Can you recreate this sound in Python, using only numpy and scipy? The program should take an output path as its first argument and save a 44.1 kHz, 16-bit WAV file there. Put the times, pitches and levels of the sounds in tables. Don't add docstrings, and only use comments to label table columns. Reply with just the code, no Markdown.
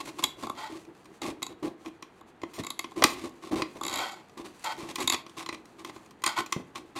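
import sys
import numpy as np
from scipy import signal
from scipy.fft import rfft, irfft, next_fast_len
from scipy.io import wavfile
from scipy.ndimage import uniform_filter1d, map_coordinates

SR = 44100
rng = np.random.default_rng(int(sys.argv[2]) if len(sys.argv) > 2 else 0)


def transcribe(signal):
    frames = np.atleast_2d(signal).T
    limited = np.clip(frames, -1, 1)
    pcm = np.round(limited * 32767).astype(np.int16)
    wavfile.write(sys.argv[1], SR, pcm)


N = 308259

# (pitch [Hz], width [Hz], level [dB])
WOOD_MODES = [(2160, 300, 2), (2630, 180, -3), (3430, 220, 0), (3804, 320, 3), (4430, 610, -1),
              (5740, 400, -12.5), (7060, 750, 0.5), (7580, 540, -6.5), (11240, 990, -7),
              (12900, 1700, -17.5)]
WALL_MODES = [(693, 136, -13.5), (832, 150, -5.5), (1089, 78, 0.5), (1174, 51, -2), (1316, 120, -12)]
CAVITY_MODES = [(117, 130, -14), (259, 66.4, -4.5), (333.5, 34.8, 4), (430, 60, -13.5), (485, 160, -17.5),
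                (622, 380, -14)]
SHELL_MODES = [(853, 38, -4.5), (1083, 237, 4), (2070, 270, -1.5), (2463, 290, -0.5), (3305, 840, -4.5),
               (4070, 410, -2), (4690, 610, -5.5), (5940, 700, -4.5), (7050, 1300, -5), (8600, 1900, -7),
               (11400, 3700, -14)]


def amp(db):
    return 10 ** (np.asarray(db) / 20)


def unit(x):
    return x / np.sqrt(np.mean(x ** 2) + 1e-20)


def unit_peak(x):
    power = np.abs(uniform_filter1d(x ** 2, size=128))
    return x / (2 * np.sqrt(power.max()))


def along(points, hz):
    f, values = np.transpose(points)
    return np.interp(np.log(hz + 1), np.log(f), values)


def add(track, s, x):
    start = max(round(s * SR), 0)
    part = track[start:start + len(x)]
    part += x[:len(part)]


def filtered(x, response):
    size = next_fast_len(len(x) + 4096)
    return irfft(rfft(x, size) * response(np.fft.rfftfreq(size, 1 / SR)), size)[:len(x)]


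def ring(x, modes, vary=0, order=1):
    gains_db = 3 * vary * rng.normal(0, 1, len(modes))
    stretch = 1 + .02 * vary * rng.normal()

    def response(f):
        total = 0
        for k, (hz, width, db) in enumerate(modes):
            peak = 1j * f * width / ((hz * stretch) ** 2 - f * f + 1j * f * width)
            total += (-1) ** (k * order) * amp(db + gains_db[k]) * peak ** order
        return total
    return filtered(x, response)


def wobble(rate):
    knots = rng.standard_normal(int(N * rate / SR) + 4)
    return map_coordinates(knots, [np.arange(N) * rate / SR])


def friction(rate, spread_db, rush):
    clicks = (rng.random(N) < rate / SR) * rng.choice([-1, 1], N)
    sizes = amp(spread_db * np.clip(rng.standard_normal(N), -2, 2))
    return unit(clicks * sizes) + rush * rng.standard_normal(N)


def burst(rise_s, decay_s):
    t = np.arange(4096) / SR
    envelope = (1 - np.exp(-(t / rise_s) ** 2)) * np.exp(-t / decay_s)
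    spectrum = rfft(rng.standard_normal(len(t)) * envelope)
    return irfft(spectrum / (np.abs(spectrum) + 1e-9)) * np.sqrt(envelope)


def pressure(strokes, rise_s, fall_s):
    sag_db_per_s = 23.5
    power, t = np.zeros(N), np.arange(SR // 3) / SR
    bite = 1 - np.exp(-(t / rise_s) ** 2)
    for s, length, db in strokes:
        eased = amp(db - sag_db_per_s * (t - length / 2)) ** 2
        release = np.exp(-np.maximum(t - length, 0) / fall_s)
        add(power, s - rise_s / 2, eased * bite * release)
    return np.sqrt(power)


def room_tone():
    # (frequency [Hz], level [dB])
    colour = [(15, -31.5), (25, -20), (217, -2.5), (463, -5), (575, -12.5), (754, -8), (1480, -15.5),
              (1610, -15), (4490, -31), (4870, -38.5), (16000, -56.5)]
    return unit(filtered(rng.standard_normal(N), lambda f: amp(along(colour, f))))


def room_reverb(x, build_s=.0018, sections=24):
    # (frequency [Hz], time to fall 60 dB [s])
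    decay_times = [(150, 0.37), (400, 0.44), (1000, 0.28), (2800, 0.31), (7300, 0.19), (15000, 0.21)]
    out = np.zeros(N)
    for part in np.array_split(np.arange(N), sections):
        hz, t, noise = signal.stft(rng.standard_normal(SR // 2), SR, nperseg=256)
        decay = amp(-60 * t / along(decay_times, hz)[:, None])
        tail = signal.istft(noise * decay, SR, nperseg=256)[1]
        tail *= 1 - np.exp(-(np.arange(len(tail)) / SR / build_s) ** 2)
        send = x[part] * signal.windows.tukey(len(part), .02)
        add(out, part[0] / SR, signal.fftconvolve(send, tail / np.linalg.norm(tail)))
    return out


def bottle_air(touch, width_hz=24):
    # (pitch [Hz], level [dB])
    modes = [(637, -7.5), (1053, -2), (1274, -6), (1514, 1.5), (2005, -8.5), (2396, -10.5), (2612, -5),
             (3173, -4), (3910, -7.5), (4555, -4), (7052, -9.5)]
    return filtered(touch, lambda f: sum(amp(db) / (1 + 2j * (f - hz) / width_hz) for hz, db in modes))


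def finger_grip(ticks_per_s=4, tick_hz=9000):
    # (time [s], level [dB])
    firmness = [(0, -51), (0.9, -62), (2.35, -71), (2.7, -64), (3.348, -60), (4.3, -65), (4.85, -52.5),
                (5.7, -64.5), (5.85, -56.5), (6.15, -64), (6.99, -60.5)]
    grip_db = lambda s: np.interp(s, *np.transpose(firmness))
    creep = amp(5.5 * wobble(25)) * unit(ring(friction(1800, 2.8, .63), SHELL_MODES))
    hum = amp(3.5 + 5.3 * wobble(18)) * unit(ring(friction(900, 3.2, .32), CAVITY_MODES))
    draws = rng.random((round(ticks_per_s * N / SR), 2)) * [N / SR, 1]
    ticks = [(s, grip_db(s) + 11 + 4 * force, tick_hz) for s, force in draws]
    skin = amp(grip_db(np.arange(N) / SR) - 4.5) * (creep + hum)
    return skin + amp(-2) * buckle(ticks, decay_s=.004)


def rim_slides():
    # (time [s], rise [s], hold [s], fall [s], level [dB], strongest note [Hz])
    drags = [(0.549, 0.046, 0.073, .028, -38.5, 871), (3.87, 0.14, 0.013, 0.07, -30, 773),
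             (4.638, 0.0043, 0.08, 0.0073, -30.5, 885), (6.255, 0.017, 0.0065, 0.036, -26.5, 1077),
             (6.359, .017, .012, .017, -26, 1083)]
    # (pitch [Hz], width [Hz], level [dB])
    low_modes = [(530, 120, -4), (793, 122, -1.5), (876, 82, 1.5), (1053, 100, -2), (1325, 71, -2.5),
                 (1496, 56, -4.5)]
    high_modes = [(1907, 88, 4.5), (2220, 100, 4.5), (2580, 240, -4.5), (3206, 56, 6.5), (3480, 230, -2.5),
                  (4430, 780, -4), (7100, 490, -8.5), (8000, 950, -14.5), (12500, 2100, -22.5)]
    out, t = np.zeros(N), np.arange(SR // 2) / SR
    chatter = friction(2500, 3.7, .19) * amp(1.5 * wobble(90))
    for s, rise, hold, fall, db, hz in drags:
        speed = np.minimum(t / rise, 1) * np.exp(-(np.maximum(t - rise - hold, 0) / fall) ** 1.1)
        low_cut_hz = .65 * hz
        drag = filtered(chatter[round(s * SR):][:len(t)], lambda f: 1 - 1 / (1 + (f / low_cut_hz) ** 8))
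        note = amp(-7.5) * unit(ring(drag, [(hz, .046 * hz, 0)], order=2))
        body = amp(-4.5) * unit(ring(drag, low_modes))
        edge = amp(-6.5) * unit(ring(drag, high_modes))
        add(out, s, amp(db) * speed * (body + edge + note))
    return out


def dull_thuds():
    # (time [s], level [dB], pitch [Hz])
    thuds = [(2.592, -20.5, 210), (3.0201, -11, 515), (3.519, -32, 281), (3.544, -34.5, 120),
             (4.827, -33, 110), (5.038, -30.5, 140), (6.561, -19, 183), (6.597, -31, 260)]
    out = np.zeros(N)
    for s, db, hz in thuds:
        thud = ring(burst(.0023, .007), [(hz, 1.2 * hz, 0)])
        muffled = ring(thud, [(hz, 1.5 * hz, 0)])
        add(out, s, amp(db) * unit_peak(muffled))
    return out


def rubbing():
    # (time [s], length [s], hum level [dB], rasp level [dB])
    rubs = [(0, .012, -45.5, -35.5), (0.071, 0.03, -43, -45.5), (.185, 0.017, -41.5, -40),
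            (0.226, .022, -37.5, -34.5), (0.426, 0.03, -34.5, -44), (0.698, 0.082, -42, -53.5),
            (1.216, 0.1, -33.5, -43), (1.491, 0.037, -42.5, -56), (1.627, 0.059, -31, -45.5),
            (1.849, 0.039, -42, -53), (2.58, 0.03, -34.5, -42.5), (2.96, 0.08, -32, -45.5),
            (3.121, 0.16, -43, -50), (3.239, 0.024, -33.5, -45), (3.424, 0.076, -46, -49),
            (3.513, .032, -25.5, -41.5), (3.557, 0.058, -29.5, -39.5), (3.753, 0.024, -38.5, -50.5),
            (3.827, .21, -42, -50), (4.373, 0.045, -40.5, -47), (4.445, 0.024, -40.5, -45.5),
            (4.774, 0.12, -42, -49), (4.889, .028, -43.5, -41.5), (4.983, 0.048, -33, -36.5),
            (5.119, 0.031, -42, -35), (5.368, .066, -46.5, -41), (5.525, 0.021, -43, -47),
            (5.785, .04, -57, -53.5), (5.846, .056, -48.5, -50.5), (6.382, 0.028, -36.5, -37),
            (6.752, 0.034, -41.5, -43.5), (6.955, .04, -42, -40)]
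    # (time [s], length [s], level [dB])
    swishes = [(2.535, 0.044, -42.5), (3.06, 0.085, -40), (4.642, 0.0055, -32)]
    # (time [s], length [s], level [dB])
    runs = [(3.043, .05, -31), (3.882, 0.13, -38), (4.02, 0.12, -44.5), (4.997, 0.021, -30)]
    # (frequency [Hz], level [dB])
    grit_colour = [(1000, -35), (1600, -2), (2100, 5), (2700, 3.5), (3100, -0.5), (3600, 3), (5000, -2.5),
                   (8500, -6), (12000, -13.5), (16000, -29)]
    hums, rasps = np.array(rubs)[:, :3], np.array(rubs)[:, [0, 1, 3]]
    judder = amp(1.3 * wobble(110))
    cavity = unit(ring(friction(900, 5.2, .48), CAVITY_MODES))
    wall = unit(judder * ring(friction(700, 4, .61), WALL_MODES))
    flutter = judder * amp(2 * wobble(60))
    grit = unit(flutter * filtered(friction(1000, 5.5, .78), lambda f: amp(along(grit_colour, f))))
    swish = unit(ring(friction(3000, 3.3, .65), SHELL_MODES, order=2))
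    wood = unit(amp(6.3 * wobble(170)) * ring(friction(2000, 4.6, .36), WOOD_MODES, order=2))
    return (amp(-1.5) * cavity * pressure(hums, .0049, .0087)
            + amp(-1) * wall * pressure(rasps, .004, .0026)
            + amp(-1.5) * grit * pressure(rasps, .005, .0023)
            + amp(-4.5) * swish * pressure(swishes, .003, .0025)
            + amp(-4) * wood * pressure(runs, .009, .0091))


def stutter(start_s=3.8337, gap_s=.0155, count=11):
    k = np.arange(count)
    late, louder = rng.standard_normal((count, 2)).T
    times = start_s + gap_s * k + .0007 * late
    ease_db = 4 * np.sin(np.pi * k / count) ** 6
    squeak_hz = np.where(k < 3, 7180, 3880)
    return list(zip(times, -23 - ease_db + 1.5 * louder, squeak_hz))


def skewer_ticks():
    # (time [s], level [dB], squeak [Hz])
    slips = [(0.2384, -9, 3374), (1.2174, -27, 3900), (1.4275, -19, 3890), (1.465, -27, 3910),
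             (2.6356, -31, 3870), (2.646, -30, 3850), (2.6664, -24.5, 7300), (2.703, -21.5, 3900),
             (2.7917, -17.5, 2110), (4.643, -27, 7440), (5.0752, -10.5, 3690), (5.0985, -10, 7000),
             (5.1223, -15, 4400), (5.1328, -19, 3400), (6.261, -17, 6830), (6.2753, -19, 4900)]
    # (time [s], level [dB])
    prods = [(.191, -22.5), (0.4342, -23.5), (.469, -23), (.497, -18.5), (1.218, -27.5), (1.252, -27),
             (2.21, -37.5), (2.918, -34.5), (3.811, -20.5)]
    tug_db, tug_growth = -16, .53
    prod_wood_db, prod_hz = -11.5, 3480
    contacts = [(s, db, hz, tug_db + tug_growth * db) for s, db, hz in slips + stutter()]
    contacts += [(s, db + prod_wood_db, prod_hz, db) for s, db in prods]
    out = np.zeros(N)
    for s, wood_db, hz, wall_db in contacts:
        wood = unit_peak(ring(burst(.0022, .0022), WOOD_MODES, vary=.75, order=2))
        squeak = unit_peak(ring(burst(.0015, .0015), [(hz, .05 * hz, 0)], order=2))
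        wall = unit_peak(ring(burst(.0012, .0032), WALL_MODES, vary=.66))
        cavity = unit_peak(ring(burst(.002, .0019), CAVITY_MODES))
        tick = amp(-3) * wood + amp(-7) * squeak
        tug = amp(-3) * wall + amp(-9) * cavity
        add(out, s - .0012, amp(wood_db) * tick + amp(wall_db) * tug)
    return out


def buckle(hits, decay_s, vary=.82):
    out = np.zeros(N)
    for s, db, brightness_hz in hits:
        crack = ring(burst(.0005, decay_s), SHELL_MODES, vary=vary, order=2)
        crack = filtered(crack, lambda f: 1 / (1 + 1j * f / (2 * brightness_hz)) ** 2)
        puff = ring(burst(.0012, .001), CAVITY_MODES, vary=.35)
        puff_db = -15 + .64 * db - 7.5 * np.log2(brightness_hz / 3000)
        add(out, s - .0006, amp(db) * unit_peak(crack) + amp(puff_db) * unit_peak(puff))
    return out


def shell_pops():
    # (time [s], level [dB], brightness [Hz])
    pops = [(1.055, -41.5, 6000), (1.42, -27, 3000), (1.629, -37.5, 4000), (1.859, -31.5, 2970),
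            (2.024, -29, 3900), (2.416, -36, 2500), (2.4335, -22, 1280), (2.842, -24, 2140),
            (3.0215, -8, 2100), (3.6195, -14, 1900), (3.769, -38.5, 5000), (4.295, -44, 6000),
            (4.788, -36, 9000), (4.9565, -19.5, 16000), (5.04, -32, 9000), (5.143, -17.5, 2620),
            (5.264, -32.5, 2530), (5.295, -38, 8000), (5.461, -24.5, 5000), (5.489, -20, 2450),
            (5.526, -26, 2020), (5.545, -30.5, 3500), (5.655, -42.5, 8000), (5.847, -25, 4040),
            (5.895, -30.5, 2560), (5.962, -35, 1800), (6.108, -41.5, 8000), (6.22, -36.5, 6020),
            (6.238, -12.5, 8000), (6.2625, -12, 6240), (6.461, -29.5, 5970), (6.5235, -12, 6000),
            (6.756, -24.5, 3500)]
    return amp(-3) * buckle(pops, decay_s=.006)


def puncture():
    # (time [s], level [dB], brightness [Hz])
    cracks = [(3.039, -0.5, 8200), (3.0413, -3.5, 5040), (3.0443, -14.5, 750)]
    return amp(-2.5) * buckle(cracks, decay_s=.0033, vary=.3)


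def scene():
    touch = (rubbing() + skewer_ticks() + shell_pops() + puncture()
             + dull_thuds() + rim_slides() + finger_grip())
    bottle = touch + amp(-6) * bottle_air(touch)
    hush = amp(-57) * room_tone()
    reverb = amp(-10.5) * room_reverb(bottle)
    return (amp(-.82) * (bottle + reverb) + hush)[None]


def record(dry):
    ceiling, top_hz = .75, 16100
    rounded = dry[0] / (1 + (dry[0] / ceiling) ** 4) ** (1 / 4)
    return filtered(rounded, lambda f: 1 / (1 + (f / top_hz) ** 120))[None]


dry = scene()
out = record(dry)
transcribe(out)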